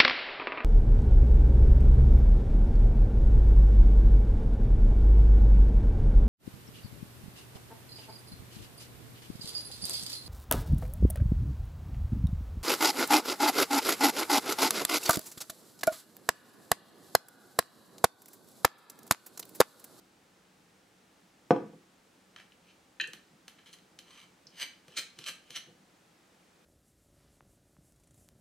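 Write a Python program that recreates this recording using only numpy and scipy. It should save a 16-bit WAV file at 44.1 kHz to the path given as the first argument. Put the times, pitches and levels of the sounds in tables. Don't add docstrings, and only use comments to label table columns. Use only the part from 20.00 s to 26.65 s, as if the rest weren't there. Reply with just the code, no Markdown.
import sys
import numpy as np
from scipy import signal
from scipy.fft import rfft, irfft
from scipy.io import wavfile

SR = 44100
rng = np.random.default_rng(int(sys.argv[2]) if len(sys.argv) > 2 else 0)


def generate_wav(signal):
    frames = np.transpose(np.atleast_2d(signal))
    scaled = np.clip(frames, -1, 1) * 32767
    pcm = np.round(scaled).astype(np.int16)
    wavfile.write(sys.argv[1], SR, pcm)


N = 293265

# grip_s, tick_db, tick_falloff_db_per_octave, creep_db, free_s, attack_s, spin_s, rasp_db, rasp_hz,
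# push_db (on the table)
TURNS = [(3.4795, -33, 0, -78, 3.660, .003, 0.03, -58.5, 1700, -55),
         (3.9881, -30.5, 4, -72, 4.110, 0.033, 0.13, -58.5, 1350, -53),
         (4.4682, -24, 45, -63.5, 4.621, 0.02, 0.0078, -35.5, 2840, -52.5),
         (4.8807, -43.5, -1.5, -61, 4.969, 0.0038, .019, -34.5, 4800, -41),
         (5.1872, -29.5, 2.5, -55, 5.261, .003, .032, -39.5, 3000, -42.5),
         (5.5040, -31.5, 2, -53.5, 5.561, 0.0087, 0.00477, -36.5, 3180, -47.5)]
# start_s, level_db, focus_hz, falloff_db_per_octave
CLINKS = [(2.9986, -18.5, 1740, 6.5), (3.0062, -27, 3000, 3.5), (3.0105, -19, 6500, 3.5),
          (3.0211, -38.5, 5000, -3.5), (3.0384, -27.5, 1690, 3)]
SIDE_SIGN = np.array([[1], [-1]])


def bottle_on_table(low_hz=150, top_hz=6500):
    # start_s, level_db, brightness_db_per_octave
    knocks = [(1.5076, 0, -1.12), (1.5150, -29, 5), (1.5628, -17, -1), (1.6234, -29, -4.5)]
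    # pitch_hz, level_db, t60_s
    table_modes = [(157, -26.5, 0.099), (177.9, -34.5, 0.39), (212, -27.5, .19), (256, -34.5, .11),
                   (292.9, -29.5, 0.23), (333.2, -34, .36), (366.6, -25.5, 0.16), (463, -18.5, 0.023),
                   (510, -12.5, 0.061), (659, -23, .06), (709.7, -18, 0.1), (825, -18.5, .07),
                   (920, -22.5, .025), (1126, -22, .035), (1190, -33, 0.045), (1501, -27.5, 0.032),
                   (1770, -38, 0.046), (2234, -33, 0.027), (2480, -43, .03), (3134, -46.5, 0.022),
                   (3900, -44.5, .012), (5090, -34.5, .01)]
    # start_s, fade_s, level_db
    base_shifts = [(1.727, .018, -36.5), (3.080, .004, -46), (3.136, 0.0054, -45), (3.331, .004, -47.5),
                   (5.666, 0.044, -41)]
    edge_lag_s, edge_db, edge_brighter = .0042, -13.5, 3
    grip_lead_s, grip_fade_s, grip_boost_db, stop_brightness = .008, 0.017, 1, -4
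    out = np.zeros(N)
    board = ring(table_modes) + crack(db=-29.5, t60_s=0.03506, low_hz=699, high_hz=2420)
    blows, shifts = [], list(base_shifts)
    for s, db, brightness in knocks:
        blows.append((s, db, brightness))
        blows.append((s + edge_lag_s, db + edge_db, brightness + edge_brighter))
    for grip_s, _, _, _, free_s, _, spin_s, _, _, push_db in TURNS:
        shifts.append((grip_s - grip_lead_s, grip_fade_s, push_db + grip_boost_db))
        blows.append((free_s + spin_s, push_db, stop_brightness))
    for s, db, brightness in blows:
        add(out, s, undb(db) * shade(board, tilt(brightness)))
    for s, fade_s, db in shifts:
        add(out, s, undb(db) * base_rub(board, fade_s))
    out = signal.sosfilt(signal.butter(5, low_hz, "high", fs=SR, output="sos"), out)
    return signal.sosfilt(signal.butter(2, top_hz, fs=SR, output="sos"), out)


def base_rub(board, fade_s, rise_s=.003):
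    t = np.arange(SR // 4) / SR
    push = rng.standard_normal(len(t)) * (1 - np.exp(-t / rise_s)) * np.exp(-t / fade_s)
    return signal.fftconvolve(shade(board, tilt(db_per_octave=-6.5)), push / np.linalg.norm(push))


def cap_landing(contact_s=0.00126, low_hz=250):
    # pitch_hz,
    # level_db, t60_s
    loose_modes = [(338, -22, 0.1), (1560, -10, 0.034), (1653, -5.5, 0.019), (1772, -1, 0.02),
                   (1890, -17, 0.035), (2340, -14.5, .012), (2550, -6, 0.029), (2710, -18, 0.2),
                   (2854, -1, 0.012), (2905, -10.5, 0.052), (3083, -14.5, 0.11), (3400, -13, 0.011),
                   (3914, -18, 0.048), (4000, -3, 0.017), (4280, -12, 0.014), (4560, -16.5, 0.013),
                   (5800, -17, 0.0058), (6570, -17.5, 0.015), (8700, -18.5, 0.0027), (12600, -21, .003)]
    out = np.zeros(N)
    body = ring(loose_modes, flip=True) + crack(db=-18, t60_s=0.024, low_hz=1500, high_hz=4800)
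    for s, db, focus_hz, falloff in CLINKS:
        add(out, s, undb(db) * graze(shade(body, focus(focus_hz, falloff)), contact_s))
    return signal.sosfilt(signal.butter(3, low_hz, "high", fs=SR, output="sos"), out)


def cap_turns(creep_rise_s=0.036, release_s=0.0082, break_boost_db=9):
    out = np.zeros(N)
    for grip_s, tick_db, tick_falloff, creep_db, free_s, attack_s, spin_s, rasp_db, rasp_hz, _ in TURNS:
        out += tick(grip_s, tick_db, focus_hz=5160, falloff=tick_falloff)
        creep_s = (grip_s + free_s) / 2
        out += scrape(creep_s, creep_rise_s, free_s - creep_s, release_s, creep_db, 2950, falloff=5)
        out += tick(free_s, rasp_db + break_boost_db, focus_hz=3520, falloff=6)
        out += scrape(free_s, attack_s, spin_s, release_s, rasp_db, rasp_hz, falloff=2.37)
    return out


def cap_handling():
    # start_s, level_db, focus_hz, falloff_db_per_octave
    taps = [(2.3611, -28, 1390, 6), (2.5196, -40.5, 2630, 15), (3.0731, -29, 8200, 16),
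            (3.1325, -30.5, 6500, .5), (3.7852, -48, 3000, 2), (4.9850, -24.5, 6200, 2),
            (5.2397, -29, 4000, 7), (5.2900, -29, 4000, 2)]
    # peak_s, attack_s, release_s, level_db, focus_hz, falloff_db_per_octave
    slides = [(2.399, 0.02, 0.017, -53.5, 1100, 5.5), (2.705, 0.032, 0.018, -61, 2500, 10),
              (3.590, 0.01, 0.013, -57.5, 1840, 10), (3.739, 0.010, 0.0036, -49, 7000, 4)]
    out = sum(tick(*tap) for tap in taps)
    for s, attack_s, release_s, db, focus_hz, falloff in slides:
        out += scrape(s, attack_s, 0, release_s, db, focus_hz, falloff)
    return out


def tick(s, db, focus_hz, falloff, ring_scale=0.85, contact_s=0.0018):
    out = np.zeros(N)
    body = ring([(hz, mode_db, t60 * ring_scale) for hz, mode_db, t60 in held_modes(s)], flip=True)
    add(out, s, undb(db) * graze(shade(body, focus(focus_hz, falloff)), contact_s))
    return out


def scrape(s, attack_s, hold_s, release_s, db, focus_hz, falloff, slips_per_s=3000):
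    slip_spread_db, grip_spread_db = 5, 2
    out = np.zeros(N)
    t = np.arange(-SR // 4, SR // 2) / SR
    slips = (rng.random(len(t)) < slips_per_s / SR) * undb(slip_spread_db * rng.standard_normal(len(t)))
    slips *= rng.choice([-1, 1], len(t)) / slips.std()
    speed = np.exp(np.minimum(t, 0) / attack_s - np.maximum(t - hold_s, 0) / release_s)
    modes = [(hz, mode_db + grip_spread_db * rng.standard_normal(), t60)
             for hz, mode_db, t60 in held_modes(s)]
    body = shade(ring(modes, flip=True), focus(focus_hz, falloff))
    add(out, s + t[0], undb(db) * signal.fftconvolve(slips * speed, body / np.linalg.norm(body)))
    return out


def held_modes(s):
    # pitch_hz, level_db, t60_s
    cap_modes = [(558, -20.5, 0.017), (905, -19, 0.01), (1220, -11.5, 0.0086), (1750, -8, 0.0078),
                 (2340, -8, 0.012), (2620, -4, 0.0051), (3064, -2, 0.0095), (4127, -6, 0.009),
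                 (4790, -11.5, 0.011), (5250, -5.5, 0.0028), (6140, -7.5, 0.0095), (6570, -5.5, 0.003),
                 (7900, -6, 0.0026), (9000, -10, 0.0039), (10320, -8.5, 0.0029), (12200, -8, 0.0016),
                 (15100, -11.5, 0.0012)]
    # pitch_hz, level_db, t60_s
    glass_modes = [(3126, -26, 0.11), (4120, -28, 0.17)]
    landing_s = CLINKS[0][0]
    return cap_modes + (glass_modes if s > landing_s else [])


def ring(modes, flip=False):
    t = np.arange(SR // 2) / SR
    sign = -1 if flip else 1
    return sum(sign ** k * undb(db) * np.sin(2 * np.pi * hz * t) * np.exp(-np.log(1000) * t / t60)
               for k, (hz, db, t60) in enumerate(modes))


def crack(db, t60_s, low_hz, high_hz):
    t = np.arange(SR // 2) / SR
    band = signal.butter(4, [low_hz, high_hz], "band", fs=SR, output="sos")
    noise = signal.sosfilt(band, rng.standard_normal(len(t)))
    return undb(db) * noise / noise.std() * np.exp(-np.log(1000) * t / t60_s)


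def graze(sound, contact_s):
    t = np.arange(SR // 50) / SR
    chatter = rfft(rng.standard_normal(len(t)) * t * np.exp(-2 * t / contact_s))
    push = irfft(chatter / abs(chatter), len(t))[:len(t) // 2]
    return signal.fftconvolve(sound, push)


def tilt(db_per_octave, pivot_hz=475):
    return lambda hz: db_per_octave * np.log2(hz / pivot_hz)


def focus(focus_hz, falloff):
    return lambda hz: -falloff * abs(np.log2(hz / focus_hz))


def shade(x, db_at, size=1024):
    hz = np.maximum(np.fft.rfftfreq(size, 1 / SR), 100)
    cepstrum = irfft(np.log(undb(db_at(hz))))
    cepstrum[1:size // 2] *= 2
    cepstrum[size // 2 + 1:] = 0
    return signal.fftconvolve(x, irfft(np.exp(rfft(cepstrum))))


def room(dry, wet_db, left_lead_s=.00002, housing_db=-3.0, housing_hz=6500, housing_s=.001):
    # delay_s, level_db
    echoes = [(.0045, -20.5), (0.0165, -21), (.024, -26.5)]
    response = room_tail()
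    samples = np.arange(SR)
    t = samples / SR
    margin = 8
    for delay_s, db in echoes:
        response[:, margin + int(delay_s * SR)] += undb(db)
    response *= undb(wet_db)
    response += np.sinc(samples - margin + SIDE_SIGN * left_lead_s * SR / 2) * (samples <= 2 * margin)
    scatter = rng.standard_normal(SR) * t * np.exp(-2 * t / housing_s)
    treble = signal.butter(3, housing_hz, "high", fs=SR, output="sos")
    response += SIDE_SIGN * undb(housing_db) * signal.sosfilt(treble, scatter / np.linalg.norm(scatter))
    return signal.fftconvolve(dry[None], response, axes=1)[:, margin:margin + N]


def room_tail(build_s=0.0025):
    # band_hz, level_db, t60_s
    bands = [(100, -14, 0.64), (199.5, -3.5, .45), (340, -1, 0.39), (520, -5, 0.33), (750, -6.5, 0.282),
             (1400, -4.5, .38), (2800, -6, .35), (6000, -8, 0.34), (14000, -2.5, 0.18)]
    # band_hz, side_minus_mid_db
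    width = [(100, -27), (300, -13), (700, -5.5), (1500, -5.5), (4000, -6), (14000, -2.5)]
    t = np.arange(SR) / SR
    spectrum, bin_hz = rfft(stereo_noise(SR, width)), np.fft.rfftfreq(SR, 1 / SR)
    tail = 0
    for hz in 50 * 2 ** np.arange(0, 8.5, .5):
        band = irfft(spectrum * (abs(np.log2(np.maximum(bin_hz, 1) / hz)) < 1 / 4), SR)
        t60_s = along(bands, hz, column=2)
        fade = (1 - np.exp(-(t / build_s) ** 2)) * np.exp(-np.log(1000) * t / t60_s)
        tail = tail + undb(along(bands, hz)) * band * fade / np.linalg.norm(fade)
    return tail


def room_tone(level_db=-64.5):
    # band_hz, relative_db
    spectrum = [(15, -53), (25, -22.5), (86, -10.5), (148, -8), (184, 3), (205, -5), (342, -4), (371, -9),
                (486, -7.5), (637, -12), (857, -10.5), (929, -14), (1390, -14), (8050, -23.5), (15800, -35)]
    # band_hz, side_minus_mid_db
    width = [(60, -8.5), (110, -12.5), (200, -17.5), (380, -8.5), (700, -3), (1290, -3), (2380, -5.5),
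             (4400, -7.5), (8120, -6.5), (15000, -5)]
    noise = colour(stereo_noise(N, width), spectrum)
    return noise * undb(level_db) / noise.mean(axis=0).std()


def stereo_noise(n, width):
    return rng.standard_normal(n) + SIDE_SIGN * colour(rng.standard_normal(n), width)


def colour(x, points):
    n = x.shape[-1]
    return irfft(rfft(x) * undb(along(points, np.fft.rfftfreq(n, 1 / SR))), n)


def along(points, hz, column=1):
    table = np.array(points, float)
    return np.interp(np.log(np.maximum(hz, 1)), np.log(table[:, 0]), table[:, column])


def undb(db):
    return 10 ** (np.asarray(db) / 20)


def add(track, s, sound):
    start = max(int(s * SR), 0)
    part = sound[:N - start]
    track[start:start + len(part)] += part


def scene():
    twists = cap_handling() + cap_turns()
    bottle = room(bottle_on_table(), wet_db=-2.5)
    clink = room(cap_landing(), wet_db=-1)
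    return bottle + clink + room(twists, wet_db=1.0) + room_tone()


def record(dry, top_hz=15850):
    return signal.sosfilt(signal.ellip(10, .2, 70, top_hz, fs=SR, output="sos"), dry)


dry = scene()
out = record(dry)
generate_wav(out)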